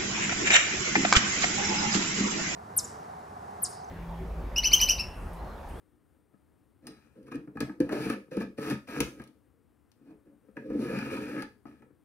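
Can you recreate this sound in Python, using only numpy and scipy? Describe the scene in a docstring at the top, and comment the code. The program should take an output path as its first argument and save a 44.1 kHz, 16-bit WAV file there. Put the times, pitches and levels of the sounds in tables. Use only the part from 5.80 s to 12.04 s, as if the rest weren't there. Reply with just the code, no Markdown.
"""At a wooden table in a small hard room, a kitchen knife is dragged through a steel wheel sharpener.
Stick-slip friction and sharp catches excite three bodies: the table booms, the sharpener frame buzzes
and the blade hisses and clicks. Each body is a set of resonances driven by random force and short blows.
Decaying noise gives the room's answer; shaped noise gives a quiet floor with a thin high whine."""
import sys
import numpy as np
from scipy import signal
from scipy.fft import rfft, irfft, next_fast_len
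from scipy.io import wavfile
from scipy.ndimage import map_coordinates

SR = 44100
rng = np.random.default_rng(int(sys.argv[2]) if len(sys.argv) > 2 else 0)


def pcm_store(signal):
    """Save signal as 16-bit PCM."""
    levels = np.round(np.clip(np.atleast_2d(signal), -1, 1) * 32767)
    wavfile.write(sys.argv[1], SR, levels.astype(np.int16).T)


def how_loud(loudness_db):
    """Turn decibels into a plain amplitude multiplier (0 dB gives 1, 20 dB gives 10)."""
    steps = np.asarray(loudness_db, float) / 20
    return 10 ** steps


N = 275184

# share of each left-right difference given to the (left, right) port [signed fraction]
EAR = np.array([[.5], [-.5]])


def unit(x):
    """Normalisation: a signal scaled to rms 1."""
    return x / np.sqrt(np.mean(x ** 2) + 1e-20)


def along(points, hz):
    """Logarithmic frequency scale: (frequency [Hz], value) points joined along it."""
    f, v = np.transpose(points)
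    return np.interp(np.log(hz + 1), np.log(f + 1), v)


def filtered(x, response):
    """Linear filtering: the spectrum of x times a complex response of frequency."""
    m = next_fast_len(N + SR // 2)
    spectrum = rfft(x, m) * response(np.fft.rfftfreq(m, 1 / SR))
    return irfft(spectrum, m)[..., :N]


def wobble(rate):
    """Slow random modulation: a smooth curve through rate random knots a second."""
    coarse = np.arange(0, N + 32, 32)
    knots = rng.standard_normal(int(N * rate / SR) + 4)
    return np.interp(np.arange(N), coarse, map_coordinates(knots, [coarse * rate / SR]))


def paired(pair, alike):
    """Interchannel coherence: unrelated signals mixed into left and right of a given likeness."""
    def turn(hz):
        return np.arccos(np.clip(along(alike, hz), -1, 1)) / 2
    mid, side = filtered(pair, lambda hz: np.array([np.cos(turn(hz)), np.sin(turn(hz))]))
    return np.array([mid + side, mid - side])


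def floor():
    """Stationary noise: partly coherent room air, heavier on the left, and a narrow unsteady whine."""
    # air spectrum: (frequency [Hz], relative density [dB per Hz])
    air_spectrum = [(15, -60), (25, -29), (64, -4), (125, -6), (200, -12), (290, -5), (545, -20),
                    (700, -21), (1400, -25), (2500, -34), (4000, -40), (6500, -43), (8600, -37),
                    (13000, -39), (16000, -40)]
    # coherence of the air: (frequency [Hz], left-right likeness [0 to 1])
    air_alike = [(60, 0.29), (300, 0), (1400, 1), (7000, 1)]
    # balance of the air: (frequency [Hz], left above right [dB])
    air_lean = [(60, 13), (300, 1.5), (1200, 8), (8000, 3.5)]
    # narrow noise band: (centre [Hz], width [Hz], mean level [dB])
    whine_band = (8800, 170, -91)
    air_db = -68.5
    noise = filtered(rng.standard_normal((2, N)), lambda hz: how_loud(along(air_spectrum, hz)))
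    air = unit(paired(noise, air_alike))
    air = filtered(air, lambda hz: how_loud(EAR * along(air_lean, hz)))
    centre, width, whine_db = whine_band
    whine = filtered(rng.standard_normal((2, N)), lambda hz: np.exp(-((hz - centre) / width) ** 2))
    return how_loud(air_db + 0.6 * wobble(9)) * air + how_loud(whine_db + 2 * wobble(2)) * unit(whine)


def add_stroke(gain, s, db, fall_db_per_s):
    """Attack and release: a stroke bites quickly, follows its points and falls away after the last."""
    bite_s, bite_db, gone_db = 0.013, 38, 70  # bite time; depths below the stroke at its two ends
    times = np.concatenate([[s[0] - bite_s], s, [s[-1] + gone_db / fall_db_per_s]])
    levels = np.concatenate([[db[0] - bite_db], db, [db[-1] - gone_db]])
    span = np.arange(int(times[0] * SR), min(N, int(times[-1] * SR)))
    gain[span] += how_loud(np.interp(span / SR, times, levels))


def pressure():
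    """Contact force: gains of table boom, frame buzz and edge hiss, summed over all strokes."""
    # short drags of the blade in the wheels, and small shifts and shakes heard mostly in the table:
    # (start [s], length [s], frame buzz at start [relative dB], frame buzz at end [relative dB],
    # table boom above buzz [dB])
    drags_and_shifts = [(1.023, 0.052, -82, -66.5, 16), (1.104, 0.25, -66, -81, 4),
                        (1.354, 0.12, -77.5, -78.5, 22.5), (1.468, .035, -65, -76, 0),
                        (1.516, 0.011, -53.5, -54.5, 13), (1.545, 0.022, -51, -71.5, 23),
                        (1.676, 0.032, -88, -93, 37), (1.755, 0.05, -70.5, -67, 18),
                        (1.807, 0.073, -61.5, -71, 26.5), (2.004, 0.1, -58.5, -65.5, 24),
                        (2.1, 0.024, -64, -47, 19), (2.125, 0.21, -43, -44, 6.5),
                        (2.514, 0.074, -53, -54.5, 15), (2.603, 0.02, -47.5, -48.5, 6.5),
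                        (2.779, 0.11, -48.5, -40, 6.5), (2.908, 0.06, -39, -63.5, 8.5),
                        (3.075, 0.11, -52, -43.5, 7.5), (3.215, .09, -45, -60, 10),
                        (3.318, 0.087, -77, -59.5, 12.5), (4.201, 0.11, -86.5, -71.5, 17),
                        (4.458, 0.033, -79, -83.5, 24), (4.63, 0.079, -90, -92, 17.5),
                        (4.762, 0.14, -69, -70, 23), (5.866, 0.13, -63.5, -77, 10),
                        (6.028, 0.021, -76, -83.5, 19)]
    # the long slow pull: (time [s], frame buzz, table boom, edge hiss [each relative dB])
    pull = [(4.895, -67, -39, -96), (4.905, -54, -37, -82.5), (4.96, -62, -36, -79.5),
            (5.03, -48, -34.5, -70.5), (5.19, -42.5, -34.5, -68.5), (5.35, -46, -34.5, -66.5),
            (5.42, -50, -39.5, -73), (5.6, -46.5, -39, -72), (5.628, -54, -45.5, -73.5)]
    rest_db, hiss_above_buzz_db = -75.5, -21  # the gripping hand keeps the table faintly stirring
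    lift_db_per_s, settle_db_per_s = 775, 206.5  # the edge lifts off fast, the table settles slower
    load, buzz, hiss = np.full(N, how_loud(rest_db)), np.zeros(N), np.zeros(N)
    strokes = [np.transpose(pull)]
    for start, length, first_db, last_db, over_db in drags_and_shifts:
        db = np.array([first_db, last_db])
        strokes.append((np.array([start, start + length]), db, db + over_db, db + hiss_above_buzz_db))
    for s, buzz_db, boom_db, hiss_db in strokes:
        add_stroke(load, s, boom_db, settle_db_per_s)
        add_stroke(buzz, s, buzz_db, lift_db_per_s)
        add_stroke(hiss, s, hiss_db, lift_db_per_s)
    return load, buzz, hiss


def contacts():
    """Impact strengths: all blows as columns of time, frame, table and blade dB, push length in ms."""
    # catches of the blade: (time [s], frame blow [relative dB], table thud above it [dB],
    # blade click above it [dB], push length [ms])
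    catches = [(1.07, -46.5, -7, -12, 1.3), (1.482, -46, 6, -35, 1.35), (1.519, -32.5, -7, -38, 2.3),
               (1.556, -50, 18, -17.5, 3.5), (1.674, -52.5, 19, -38.5, 1.8), (1.771, -34, 16.5, -41, 3.76),
               (1.805, -26.5, 11, -21.5, 1.2), (1.822, -37.5, 27, -28, 2.86),
               (1.894, -37.5, 14.5, -42, 2.1), (2.003, -33.5, 20.5, -24.5, 1), (2.092, -28.5, -1, -37, 2.2),
               (2.124, -30, 13, -30, 1.4), (2.299, -25, 11, -27.5, 1.63), (2.516, -37, 7.5, -46, 0.5),
               (2.569, -32, 21, -30, 1.5), (2.607, -26.5, 2.5, -45, 0.71), (2.784, -38, 19.5, -32, 0.77),
               (2.9, -32.5, 5.5, -21, 2.8), (3.204, -26, 14, -12, 1.1), (3.397, -38, 15, -36, 2),
               (3.418, -49.5, -6, -20, 1), (4.768, -33, 8.5, -41.5, 1.2), (4.901, -37.5, 7, -42, 1.7),
               (5.131, -36.5, 15, -40, 0.66), (5.188, -30.5, 5.5, -30, 2.2), (5.369, -33.5, -2, -33, 1),
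               (5.622, -32.5, -22, -26, 0.95), (5.854, -41.5, 5.5, -49, 0.82), (6.021, -47.5, 2, -40.5, 1)]
    # dull bumps of the sharpener's foot on the table: (time [s], thud [relative dB])
    bumps = [(0.537, -44), (1.36, -46), (1.754, -27.5), (2.26, -15.5), (2.479, -40), (4.212, -46),
             (4.47, -40.5), (4.684, -42), (4.989, -18.5), (5.272, -21), (6.103, -43.5)]
    # light ticks of the blade alone: (time [s], click [relative dB])
    ticks = [(1.43, -86), (3.11, -67), (3.439, -69), (3.475, -73.5), (4.117, -81)]
    bump_ms, bump_frame_db = 1.46, -21  # push length; what the frame takes of a bump
    rows = [(s, db, db + thud, db + click, ms) for s, db, thud, click, ms in catches]
    rows += [(s, db + bump_frame_db, db, -120, bump_ms) for s, db in bumps]
    rows += [(s, -120, -120, db, bump_ms) for s, db in ticks]
    return np.transpose(rows)


def grit(rate, spread_db, smooth):
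    """Stick-slip friction: random slips of uneven size over a smooth rubbing noise."""
    slips = (rng.random(N) < rate / SR) * rng.standard_normal(N)
    slips = slips * how_loud(spread_db * rng.standard_normal(N))
    return unit(unit(slips) + smooth * rng.standard_normal(N))


def pushes(db):
    """Impulse and contact time: each blow is a downward half-sine push; a longer one sounds deeper."""
    force, t_ms = np.zeros(N + SR), np.arange(SR // 100) / SR * 1000
    s, *_, lengths = contacts()
    for start, level, ms in zip(s, db, lengths):
        push = np.sin(np.pi * np.clip(t_ms / ms, 0, 1))
        force[round(start * SR):][:len(push)] -= how_loud(level) * push / push.sum()
    return force[:N]


def blows(db, length):
    """Impact noise: a burst of force for each blow, dying by 60 dB in length seconds."""
    force, t = np.zeros(N + SR), np.arange(SR // 4) / SR
    for s, level in zip(contacts()[0], db):
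        burst = rng.standard_normal(len(t)) * how_loud(-60 * t / length)
        force[round(s * SR):][:len(t)] += how_loud(level) * burst / np.linalg.norm(burst)
    return force[:N]


def shaken(force, modes, wander_db, soft_hz):
    """Modal superposition: resonances wander in strength as the contact moves; soft_hz dulls the force."""
    m = next_fast_len(N + SR // 2)
    f = np.fft.rfftfreq(m, 1 / SR)
    soft = 1 / (1 + 1j * f / soft_hz) ** 2
    total, response = 0, 0
    for k, (centre, width, db) in enumerate(modes):
        resonance = 1j * f * width / (centre ** 2 - f ** 2 + 1j * f * width)
        mode = (-1) ** k * soft * how_loud(db) * resonance  # neighbours alternate in sign
        total = total + mode * rfft(force * how_loud(wander_db * wobble(9)), m)
        response = response + mode
    return irfft(total, m)[:N] / np.sqrt(np.mean(np.abs(response) ** 2))


def table_boom(load):
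    """Low-frequency modes: rough contact and pushes shake the wooden table."""
    # table resonances: (frequency [Hz], width [Hz], relative level [dB])
    table_modes = [(41.7, 62, -43), (70.2, 29, -23), (134.3, 13.6, -7), (192.8, 19, -3), (219.7, 38.6, -1),
                   (299.7, 38.5, 1.5), (369.4, 21.3, -8), (425, 26, -5), (518, 69, -6), (570.3, 112, -12.5)]
    thud_db = contacts()[2]
    force = load * grit(400, spread_db=1.5, smooth=1.19) + pushes(thud_db + 15.5)
    return shaken(force, table_modes, wander_db=3.0, soft_hz=1050)


def frame_buzz(buzz):
    """Middle-frequency modes: grinding and blows shake the sharpener frame."""
    # frame resonances: (frequency [Hz], width [Hz], relative level [dB])
    frame_modes = [(687.5, 57, -5.5), (861, 69, -3.5), (929.5, 50, -3.5), (1268, 49, 4), (1402, 87, -3.5),
                   (1692, 152, 1), (2249, 82, -3.5), (2446, 117, -0.5), (2940, 440, -19)]
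    _, frame_db, _, click_db, _ = contacts()
    # a catch with little click strikes the modes weakly and leaves mostly a blunt knock
    sharp_db = np.clip(0.59 * (click_db - frame_db + 19.5), -15, 0)
    force = buzz * grit(900, spread_db=5.5, smooth=1.0)
    force = force + blows(frame_db + sharp_db + 16.5, length=0.042)

    def knock_band(hz):
        return (1j * hz / (650 + 1j * hz)) ** 2 / (1 + 1j * hz / 1900) ** 4
    force = force + filtered(blows(frame_db + 25.0, length=0.033), knock_band)
    return shaken(force, frame_modes, wander_db=1.76, soft_hz=3780)


def blade_hiss(hiss):
    """High-frequency modes and direct radiation: the steel hisses, clicks and chatters on."""
    # blade resonances: (frequency [Hz], width [Hz], relative level [dB])
    blade_modes = [(4420, 330, -33), (4830, 510, 0.5), (6310, 480, -5.5), (9100, 760, -1.5),
                   (10010, 880, -2), (10840, 850, -6.5), (14000, 200, -7)]
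    # sound straight off the edge: (frequency [Hz], relative response [dB])
    rasp_spectrum = [(1500, 3.5), (2800, 10), (4000, 10.5), (6000, 6), (7500, 0.5), (10000, 0),
                     (13000, -3.5), (16000, -8)]
    splash_db, splash_s = 5.5, 0.23  # chatter after a click: level offset, time to lose 60 dB
    click_db = contacts()[3]
    blade = hiss * grit(3000, spread_db=6, smooth=1.6) + blows(click_db + 23, length=0.0067)
    blade = blade + blows(click_db + splash_db, length=splash_s)
    edge = hiss * grit(4700, spread_db=4.5, smooth=1.5) + blows(click_db + 21.5, length=0.042)
    edge = edge + blows(click_db + splash_db, length=splash_s)
    rasp = how_loud(9.0) * filtered(edge, lambda hz: how_loud(along(rasp_spectrum, hz)))
    return how_loud(6.5) * shaken(blade, blade_modes, wander_db=3.5, soft_hz=30000) + rasp


def rings():
    """Free damped vibration: where it is not gripped, the blade rings briefly and unsteadily."""
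    # partials of the free blade: (frequency [Hz], level above the blow [dB], time to lose 60 dB [s])
    partials = [(3950, -15, 0.42), (4700, -12, 0.12), (5140, -2.5, 0.11), (5010, 9.5, 0.063),
                (8820, -4.5, 0.12), (12160, -16, 0.1)]
    # blows that leave the blade free to ring: (time [s], relative level [dB])
    ringing_blows = [(1.069, -51), (1.804, -57)]
    ring, t = np.zeros(N), np.arange(SR // 2) / SR
    for s, db in ringing_blows:
        for hz, level, t60 in partials:
            flutter_db = 5 * map_coordinates(rng.standard_normal(140), [t * 250])
            tone = how_loud(db + level - 60 * t / t60 + flutter_db) * np.sin(2 * np.pi * hz * t)
            ring[round(s * SR):][:len(t)] += tone
    return ring


def sharpener(load, buzz, hiss):
    """Common excitation: one judder is shared by table, frame and blade."""
    judder, stutter = wobble(45), wobble(21.89)
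    boom = table_boom(load * how_loud(1.8 * judder + 0.6 * stutter))
    buzzing = frame_buzz(buzz * how_loud(1.1 * judder + 0.4 * stutter))
    steel = blade_hiss(hiss * how_loud(1.4 * judder + 0.8 * stutter)) + rings()
    return boom + buzzing + steel


def room(x):
    """Reverberation: the walls' answer is a noise tail in which each frequency decays at its own speed."""
    # reverberation time: (frequency [Hz], time to lose 60 dB [s])
    decay = [(150, 0.18), (1000, 0.25), (4000, 0.28), (12000, 0.4)]
    # strength of the room's answer: (frequency [Hz], response [dB])
    wet_response = [(60, 11.5), (150, -17.5), (500, -8.5), (2000, 0), (10000, -10)]
    # coherence of the tail: (frequency [Hz], left-right likeness [0 to 1])
    tail_alike = [(60, .1), (120, .94), (350, .96), (900, .2), (3000, 0)]
    hop, delay = SR // 4, 250  # samples
    wet, fade = np.zeros((2, N + 2 * SR)), np.hanning(2 * hop)
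    padded = np.pad(x, (hop, 2 * hop))
    # each overlapping piece of sound gets a fresh noise tail
    for start in range(0, N + hop, hop):
        hz, t, z = signal.stft(rng.standard_normal((2, SR // 2)), SR, nperseg=256)
        fall_db = -60 * t / along(decay, hz)[:, None]
        tail = signal.istft(z * how_loud(fall_db), SR, nperseg=256)[1]
        piece = padded[start:start + 2 * hop] * np.sqrt(fade)
        echo = signal.fftconvolve(piece[None], tail / np.linalg.norm(tail[0]), axes=1)
        wet[:, start:start + echo.shape[1]] += echo
    late = wet[:, hop - delay:][:, :N]
    return paired(filtered(late, lambda f: how_loud(along(wet_response, f))), tail_alike)


def at_ports(dry):
    """Interchannel phase and level: direct sound reaches the two ports with different phase and strength."""
    # phase by which the left leads, reduced below 700 Hz: (frequency [Hz], phase [rad])
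    lead_phase = [(700, 1.33), (950, 1.2), (1460, 0.98), (2300, 0.3), (4050, 4.18), (4390, 1), (5250, 5.3),
                  (6460, 4.37), (10200, 4.26), (13500, 11.4), (16000, 6.2)]
    # balance of the direct sound: (frequency [Hz], left above right [dB])
    direct_lean = [(60, 7), (180, 2), (550, -1), (1650, 3), (4970, 2.5), (15000, 13.5)]

    def port_response(hz):
        lead = along(lead_phase, hz) * np.clip(hz / 700, 0, 1) ** 2
        return how_loud(EAR * along(direct_lean, hz)) * np.exp(1j * EAR * lead)
    return filtered(dry, port_response)


def scene():
    """Superposition: direct sound, room and floor; the lightest loads lean to the holding hand, left."""
    load, buzz, hiss = pressure()
    dry = sharpener(load, buzz, hiss)
    hand_db = np.clip(-0.6 * (20 * np.log10(load) + 59), 0, 8)  # left above right
    return (at_ports(dry) + room(dry)) * how_loud(EAR * hand_db) + floor()


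def top_cut(x):
    """Nothing passes above the cut-off."""
    return signal.sosfilt(signal.butter(12, 16810, fs=SR, output="sos"), x)


def record(dry):
    """Band limitation: the microphone path falls off steeply at the top."""
    def top_fall(hz):
        return how_loud(np.interp(hz, [15750, 15900, 16800, 16900], [0, -22, -30, -90]))
    mix = filtered(dry, top_fall)
    return top_cut(mix)


dry = scene()
out = record(dry)
pcm_store(out)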